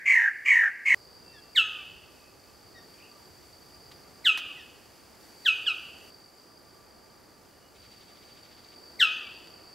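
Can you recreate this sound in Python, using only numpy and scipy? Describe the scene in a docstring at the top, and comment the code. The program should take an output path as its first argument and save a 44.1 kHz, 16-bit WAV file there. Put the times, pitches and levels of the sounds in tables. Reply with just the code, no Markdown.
"""A bird of paradise calls in a rain forest: three harsh, warbling, falling churrs, which with their echo stop
dead on a click at 0.95 s, then five sharp down-slurred notes, each trailing a thin whistle into the echo of the
trees. Its syrinx makes a stack of harmonics and a rasp of air, which the throat and beak colour. Insects whine
near 4.7 kHz over a soft forest murmur; twigs snap and a far bird answers."""
import sys
import numpy as np
from scipy import signal
from scipy.fft import rfft, irfft, next_fast_len
from scipy.io import wavfile
from scipy.ndimage import map_coordinates

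SR = 44100
rng = np.random.default_rng(int(sys.argv[2]) if len(sys.argv) > 2 else 0)


def waveform_to_disk(signal):
    """Save audio, clipped to [-1, 1], as 16-bit WAV at the path in sys.argv[1]."""
    frames = np.transpose(np.atleast_2d(signal))
    scaled = np.clip(frames, -1, 1) * 32767
    samples = np.round(scaled).astype(np.int16)
    wavfile.write(sys.argv[1], SR, samples)


N = 429534
T = np.arange(N) / SR
TOP_HZ = 15750

# The churr cues. Each row: start in seconds, level in dB.
CHURR_CUES = [(0.05, -19), (0.446, -19), (0.848, -18.5)]
# The throat's tone with the beak wide open, then settled. Each row: frequency in Hz, gain in dB.
OPEN_THROAT = [(850, -27.5), (1300, -23.5), (1700, 0), (2200, 0), (2750, -12), (3300, -31), (3900, -39),
               (5500, -42), (6600, -30), (8000, -33.5), (9200, -51.5), (10300, -49.5), (11800, -44.5),
               (13500, -58), (16000, -52)]
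SETTLED_THROAT = [(700, -12.5), (1100, -26), (1450, 1.5), (1900, 0), (2350, -11), (2850, -33.5),
                  (3400, -40), (5200, -45), (6400, -33.5), (7400, -37), (8600, -53), (10000, -40.5),
                  (11200, -59.5), (13700, -45.5), (16000, -59.5)]
# Hoarse air in a churr. Each row: frequency in Hz, noise density in dB.
CHURR_AIR = [(1200, -37.5), (1650, -15), (2100, 5), (2600, -2), (3000, -11), (3450, -34.5), (6500, -26.5),
             (9000, -56.5)]
# Where the bright bite of a churr or sharp note sits. Each row: frequency in Hz, share of the bite.
BITE_SHARE = [(3500, 0.043), (5200, 0.69)]


def churrs(length=.256, first_hz=1153, last_hz=829.6, warble_hz=51, swing=.08, rough=.028, throb_db=2.5):
    """A sinking, throbbing rasp: alternate cycles differ only slightly, so even harmonics carry it."""
    attack_s, hold_s, release_s, settle_s = .028, .086, .023, .11
    out = np.zeros((2, N))
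    air = rush(CHURR_AIR)[0]
    t = np.arange(int(length * SR)) / SR
    sink = (last_hz / first_hz) ** (t / length)
    throat_shift = (sink / sink.mean()) ** .6  # the resonances sink with the pitch
    gape = np.clip(1 - (t / settle_s) ** 2, 0, 1)
    throat = lambda hz: gape * along(OPEN_THROAT, hz) + (1 - gape) * along(SETTLED_THROAT, hz / throat_shift)
    bite = lambda hz: (4 - 44.5 * t) * along(BITE_SHARE, hz)  # starts bright, then dulls
    envelope = (1 - np.exp(-t / attack_s)) * amp(-58 * np.maximum(t - hold_s, 0))
    envelope *= np.clip((length - t) / release_s, 0, 1)
    for s, db in CHURR_CUES:
        warble = phase_of(warble_hz * (1 + .05 * wobble(40, len(t))))
        pitch = first_hz * sink * (1 + swing * np.cos(warble) + rough * wobble(700, len(t)))
        effort = envelope * amp(db - throb_db * np.sin(warble))  # loudest as the warble slides up
        tone = voice(pitch, lambda hz: throat(hz) + bite(hz), count=18, odd_db=-8.5)
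        rasp = amp(-8 - 65 * t) * air[round(s * SR):][:len(t)]
        call = effort * (tone + rasp)
        echoed = among_trees(call, early_db=1.5, early_t60=.09, tail_db=-13.5, width_db=-20)
        place(out, s, echoed, pan_db=-.5)
    # the trees ring faintly in the band of the churr
    ringing = rush([(1200, -58.5), (1600, -4.5), (1900, -2.5), (2300, -8), (3200, -62)])
    return out + amp(-44 - 15 * T) * ringing


# The sharp note cues. Each row: start in seconds, first pitch and landing pitch in Hz, time to the peak
# and fall time in seconds, level in dB, length in seconds, beak resonance in Hz, bite in dB,
# gain of the odd harmonics in dB.
NOTE_CUES = [(1.548, 2392, 1279, 0.029, .02, -15.5, .29, 7100, 8, -7),
             (4.241, 2288, 1257, 0.028, .021, -15.5, .29, 7000, 8, -6.5),
             (5.445, 2143, 1262, 0.036, 0.015, -17, .3, 6550, 7.5, -6.5),
             (5.658, 1838, 1239, 0.027, .014, -21.5, .24, 5050, 0.5, -5.5),
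             (8.99, 2246, 1265, 0.0227, .024, -15, .3, 5730, 8.5, -3.5)]
# The throat's tone in the burst, then in the held whistle. Each row: frequency in Hz, gain in dB.
BURST_THROAT = [(1100, -14.5), (1500, -10), (2100, -11), (2500, -3.5), (2900, -2), (3650, -8.5),
                (4100, -20), (5500, -34.5), (6500, -44), (8200, -37), (9200, -47), (10800, -47.5),
                (12600, -39.5), (16000, -52)]
HELD_THROAT = [(1200, -6), (2500, -3), (3800, -46), (5050, -21), (6300, -12), (7700, -23.5), (9000, -43),
               (16000, -64.5)]
# Hiss of air at the height of a note. Each row: frequency in Hz, noise density in dB.
NOTE_AIR = [(1200, -18), (3000, 3.5), (4500, 9), (6000, 0.5), (8200, 11), (9000, -16), (10800, -14),
            (12600, -16.5), (15700, -25)]


def sharp_notes(rise_s=.022, glide_s=.0225, sag=.11, rough=.018, dulling_db_per_s=240.5, whistle_db=-29):
    """The pitch plunges most of an octave and levels off; a thin whistle hangs on and sags at its end."""
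    out = np.zeros((2, N))
    air = rush(NOTE_AIR)[0]
    for s, first_hz, landing_hz, peak_s, fall_s, db, length, beak_hz, bite_db, odd_db in NOTE_CUES:
        t = np.arange(int(length * SR)) / SR
        slope_s = np.where(t < peak_s, rise_s, fall_s)
        force = np.exp(-np.abs((t - peak_s) / slope_s) ** 1.244 / 2)
        pitch = landing_hz + (first_hz - landing_hz) * np.exp(-(t / glide_s) ** 1.3)
        pitch *= 1 - sag * (t / length) ** 3.6
        pitch *= 1 + rough * force * wobble(900, len(t))  # full force roughens the tone
        beak = lambda hz: 8 * np.exp(-((hz - beak_hz) / 900) ** 2)
        bite = lambda hz: (bite_db - dulling_db_per_s * t) * along(BITE_SHARE, hz)
        tone = voice(pitch, lambda hz: along(BURST_THROAT, hz) + beak(hz) + bite(hz), 11, odd_db)
        rasp = amp(-31) * force * air[round(s * SR):][:len(t)]
        burst = force * (tone + rasp)
        held = amp(whistle_db - 45 * t) * np.clip(t / peak_s - 1, 0, 1)
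        dulling = lambda hz: 60 * t * (hz > 3500)  # the overtones fade first
        whistle = held * voice(pitch, lambda hz: along(HELD_THROAT, hz) + beak(hz) - dulling(hz), 7)
        call = amp(db) * gate(t, 0, length, .01275) * (burst + whistle)
        echoed = among_trees(call, early_db=-1, early_t60=.0924, tail_db=-9.5, width_db=-23)
        place(out, s, echoed, pan_db=1.6 if s > 7 else -.6)
    return out


def voice(pitch, throat_db, count, odd_db=0):
    """Harmonics of the syrinx, each weighted by the throat as it slides through."""
    k = np.arange(1, count + 1)[:, None]
    weights = amp(throat_db(k * pitch) + odd_db * (k % 2)) * (k * pitch < TOP_HZ)
    return np.sqrt(2) * np.sum(weights * np.sin(k * phase_of(pitch)), axis=0)


# The forest's reverb tail. Each row: frequency in Hz, seconds to fade by 60 dB.
TREE_DECAY = [(300, .5), (1400, 0.79), (2800, 0.91), (6000, 0.68), (13000, 0.22)]


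def among_trees(call, early_db, early_t60, tail_db, width_db):
    """A call, its quick scatter off ground and near trunks, and the long forest echo; stereo."""
    hz, frame_s, bands = signal.stft(rng.standard_normal((2, SR)), SR, nperseg=256)
    decay = amp(-60 * frame_s / along(TREE_DECAY, hz)[:, None])
    t = np.arange(SR) / SR
    tail = signal.istft(bands * decay, SR, nperseg=256)[1][:, :SR] * np.clip(t / .0067, 0, 1)
    trunks = rng.standard_normal((2, SR)) * (rng.random((2, SR)) < 500 / SR) * amp(-60 * t / early_t60)
    early = amp(early_db) * trunks / np.linalg.norm(trunks[0])
    mid, side = early + amp(tail_db) * tail / np.linalg.norm(tail[0])
    mid[0] += 1  # the direct sound
    side *= amp(width_db)
    return signal.fftconvolve(call[None], np.array([mid + side, mid - side]), axes=1)


# Twigs and dry leaves. Each row: start in seconds, level in dB, seconds to fade by 60 dB.
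SNAP_CUES = [(3.913, -47.5, 0.09), (4.3742, -30.5, 0.077), (8.909, -56.5, 0.046), (9.472, -44, 0.018),
             (9.597, -57.5, 0.022)]
# The colour of a snap. Each row: frequency in Hz, noise density in dB.
SNAP_COLOUR = [(150, -32), (700, -10.5), (1150, -0.5), (2000, -1.5), (4000, -2.5), (8000, -14),
               (15000, -20)]


def twigs():
    """Each snap is a quickly dying burst of splintering."""
    force = np.zeros(N)
    t = np.arange(SR // 4) / SR
    for s, db, t60 in SNAP_CUES:
        add(force, s, amp(db - 60 * t / t60) * (1 - np.exp(-t / .001)))
    return force * unit(rush(SNAP_COLOUR).mean(axis=0) * amp(3 * wobble(1500)))


# The answering bird. Each row: start and length in seconds, first and last pitch in Hz, level in dB.
ANSWER_CUES = [(1.326, 0.075, 1947, 1655, -56.5), (2.744, 0.061, 1960, 1810, -54),
               (4.566, .07, 2070, 1710, -54)]


def far_bird():
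    """Faint, short downward slurs with two overtones."""
    out = np.zeros((2, N))
    throat = lambda hz: along([(1800, -4), (2700, 7.5), (3600, -10), (5400, -13), (8000, -20)], hz)
    for s, length, first_hz, last_hz, db in ANSWER_CUES:
        t = np.arange(int(length * SR)) / SR
        pitch = last_hz + (first_hz - last_hz) * (1 - t / length) ** 1.75
        call = amp(db) * gate(t, 0, length, .015) * voice(pitch, throat, count=3)
        echoed = among_trees(call, early_db=-1.5, early_t60=.073, tail_db=-10.5, width_db=-27)
        place(out, s, echoed, pan_db=1)
    return out


# Faint tones. Each row: start and length in seconds, pitch in Hz, level in dB, waver as a share of pitch.
TONE_CUES = [(1.217, .34, 2705, -64, 0.0072), (1.75, 0.8, 2560, -68.5, 0.0296),
             (2.871, .3, 2680, -63.5, .08), (7.48, 0.29, 2900, -72, 0.0029)]


def faint_tones():
    """Faint thin tones, and at 2.9 s a blurred, echo-like ring near 2.7 kHz."""
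    out = np.zeros(N)
    for s, length, hz, db, waver in TONE_CUES:
        t = np.arange(int(length * SR)) / SR
        pitch = hz * (1 + waver * wobble(300, len(t)))
        level = amp(db + 4.2 * wobble(17, len(t))) * gate(t, 0, length, .049)
        add(out, s, level * np.sin(phase_of(pitch)))
    return out


# Near insects. Each row: start and length in seconds, pitch in Hz, level in dB, swell in dB per second.
INSECT_BOUTS = [(.93, .7, 4720, -56, -7), (2.579, 1.5, 4646, -60.5, -2), (3.655, 0.92, 4790, -59.5, -9.5),
                (5.193, 1.15, 4647, -59.5, 1), (6.298, 1.1, 4720, -61, -5.5),
                (7.741, 2.1, 4647, -59.5, 1.5)]
# One insect's whine. Each row: ratio to its pitch, noise density in dB.
WHINE_COLOUR = [(.85, -53.5), (.93, -23.5), (.975, -11), (1, -1), (1.025, -12), (1.08, -22), (1.25, -44.5)]
# The far chorus. Each row: frequency in Hz, noise density in dB.
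CHORUS_COLOUR = [(3900, -36), (4350, -5), (4650, 0.5), (4900, -2.5), (5200, -11), (5900, -31)]


def insects(throb_hz=51.4, throb_db=2.5):
    """A far chorus blurs into one band; near singers join in bouts. All throb together."""
    chorus_db = bed_levels()[-1]
    out = amp(chorus_db) * rush(CHORUS_COLOUR)
    for s, length, hz, db, swell in INSECT_BOUTS:
        level = amp(db + swell * np.clip(T - s, 0, length)) * gate(T, s, s + length, .07)
        out += level * rush([(hz * ratio, gain) for ratio, gain in WHINE_COLOUR])
    throb = np.sin(phase_of(throb_hz * (1 + .02 * wobble(22))))
    return out * unit(amp(throb_db * throb))


# The forest bed's low, middle and high layers. Each row: frequency in Hz, noise density in dB.
RUMBLE_COLOUR = [(20, -22), (40, -10), (66, 0), (110, -1.5), (170, -5), (300, -23), (600, -45)]
MURMUR_COLOUR = [(100, -18.5), (200, -3), (370, 0), (560, -4), (730, -5), (870, -5.5), (1090, -10),
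                 (1400, -10), (1900, -14.5), (2500, -19.5), (3500, -45.5)]
LEAF_COLOUR = [(900, -13), (1800, 4.5), (3000, 4), (4000, 1.5), (5600, 4.5), (8000, 3), (10000, 0),
               (13000, -1), (15700, -3.5)]


def forest(flutter_hz=13):
    """Rumble, murmur, leaf hiss and a faint narrow drone, all drifting; for a second the hiss flutters."""
    rumble_db, murmur_db, hiss_db, _ = bed_levels()
    rumble = amp(rumble_db + 1.3 * wobble(4.5)) * rush(RUMBLE_COLOUR)
    murmur = amp(murmur_db + .71 * wobble(5.5)) * rush(MURMUR_COLOUR) * amp([[-.7], [.7]])  # leans right
    hiss = amp(hiss_db + .4 * wobble(8.4)) * rush(LEAF_COLOUR)
    drone_level = amp(murmur_db - 13 + 1.5 * wobble(2.6))
    drone = drone_level * rush([(1080, -53), (1145, -14.5), (1170, 3), (1200, -3.5), (1280, -57.5)])
    beat = np.sin(phase_of(flutter_hz * (1 + .17 * wobble(6.2))))
    flutter_level = amp(-63.5 + 4.2 * beat) * gate(T, 7.74, 8.76, .021)
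    flutter = flutter_level * rush([(700, -16), (2200, .5), (3800, 0), (7000, -9.5), (11000, -27)])
    return rumble + murmur + hiss + drone + flutter


# The bed's mix. Each row: start in seconds, then rumble, murmur, leaf hiss and insect chorus in dB.
BED_STEPS = [(0, -71, -62.5, -64, -69.5), (.946, -64.5, -57.5, -62, -62.5), (2.82, -65, -57, -60.5, -62.5),
             (5.2, -63.8, -56, -59, -63), (6.1, -67, -58, -63.5, -66), (7.74, -66, -58, -62.5, -66.5),
             (8.76, -66.5, -56, -61.5, -61)]


def bed_levels():
    """The four background levels in dB for every sample, each held until the next step."""
    starts, *levels = np.transpose(BED_STEPS)
    step = np.maximum(np.searchsorted(starts, T, side="right") - 1, 0)
    return [db[step] for db in levels]


# The stereo image of the noise. Each row: frequency in Hz, left-right likeness (1 is mono).
EAR_LIKENESS = [(30, 0.88), (120, 0.5), (300, 0.55), (900, 0.61), (4700, 0.98), (8000, 0.31), (11000, 0.92)]


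def rush(colour):
    """Stereo noise of rms 1 with the given colour, partly alike in both ears."""
    def response(hz):
        spread = np.arccos(np.clip(along(EAR_LIKENESS, hz), -1, 1)) / 2
        return amp(along(colour, hz)) * [np.cos(spread), np.sin(spread)]
    mid, side = filtered(rng.standard_normal((2, N)), response)
    return unit(np.array([mid + side, mid - side]))


def amp(db):
    """Decibels to gain."""
    return 10 ** (np.asarray(db) / 20)


def unit(x):
    """Scale to rms 1."""
    return x / np.sqrt(np.mean(x ** 2) + 1e-20)


def along(points, hz):
    """(Hz, value) points read on a log axis."""
    freqs, values = np.transpose(points)
    return np.interp(np.log(hz + 1), np.log(freqs + 1), values)


def phase_of(hz):
    """Running phase in radians of a moving frequency."""
    return 2 * np.pi * np.cumsum(hz) / SR


def wobble(rate, size=N):
    """A smooth random curve, rate knots a second."""
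    knots = rng.standard_normal(int(size * rate / SR) + 4)
    return map_coordinates(knots, [np.arange(size) * rate / SR])


def gate(t, start, end, edge):
    """1 between start and end, with sloping edges."""
    return np.clip(np.minimum(t - start, end - t) / edge, 0, 1)


def add(track, s, sound):
    """Mix a sound into a track at time s."""
    part = track[round(s * SR):][:len(sound)]
    part += sound[:len(part)]


def place(track, s, sound, pan_db):
    """Mix a stereo sound in at time s, leaning left by pan_db."""
    add(track[0], s, sound[0] * amp(pan_db / 2))
    add(track[1], s, sound[1] * amp(-pan_db / 2))


def filtered(x, response):
    """Shape x with a gain that depends on frequency."""
    size = next_fast_len(N + 8192)
    return irfft(rfft(x, size) * response(np.fft.rfftfreq(size, 1 / SR)), size)[..., :N]


def scene(break_s=.9462):
    """At 0.95 s the churrs and their echo stop dead and a click sounds; the echo of the paired notes also ends
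    early."""
    before_break = np.clip((break_s - T) / .0004, 0, 1)
    click = amp(-14) * (T > break_s) * np.exp(-np.abs(T - break_s) / .0001)
    lull = gate(T, 6.1, 8.9, .01)
    bird = churrs() * before_break + sharp_notes() * (1 - lull)
    return bird + click + far_bird() + faint_tones() + twigs() + forest() + insects()


def record(dry):
    """A hard low-pass takes off the very top."""
    return filtered(dry, lambda hz: hz < TOP_HZ)


dry = scene()
out = record(dry)
waveform_to_disk(out)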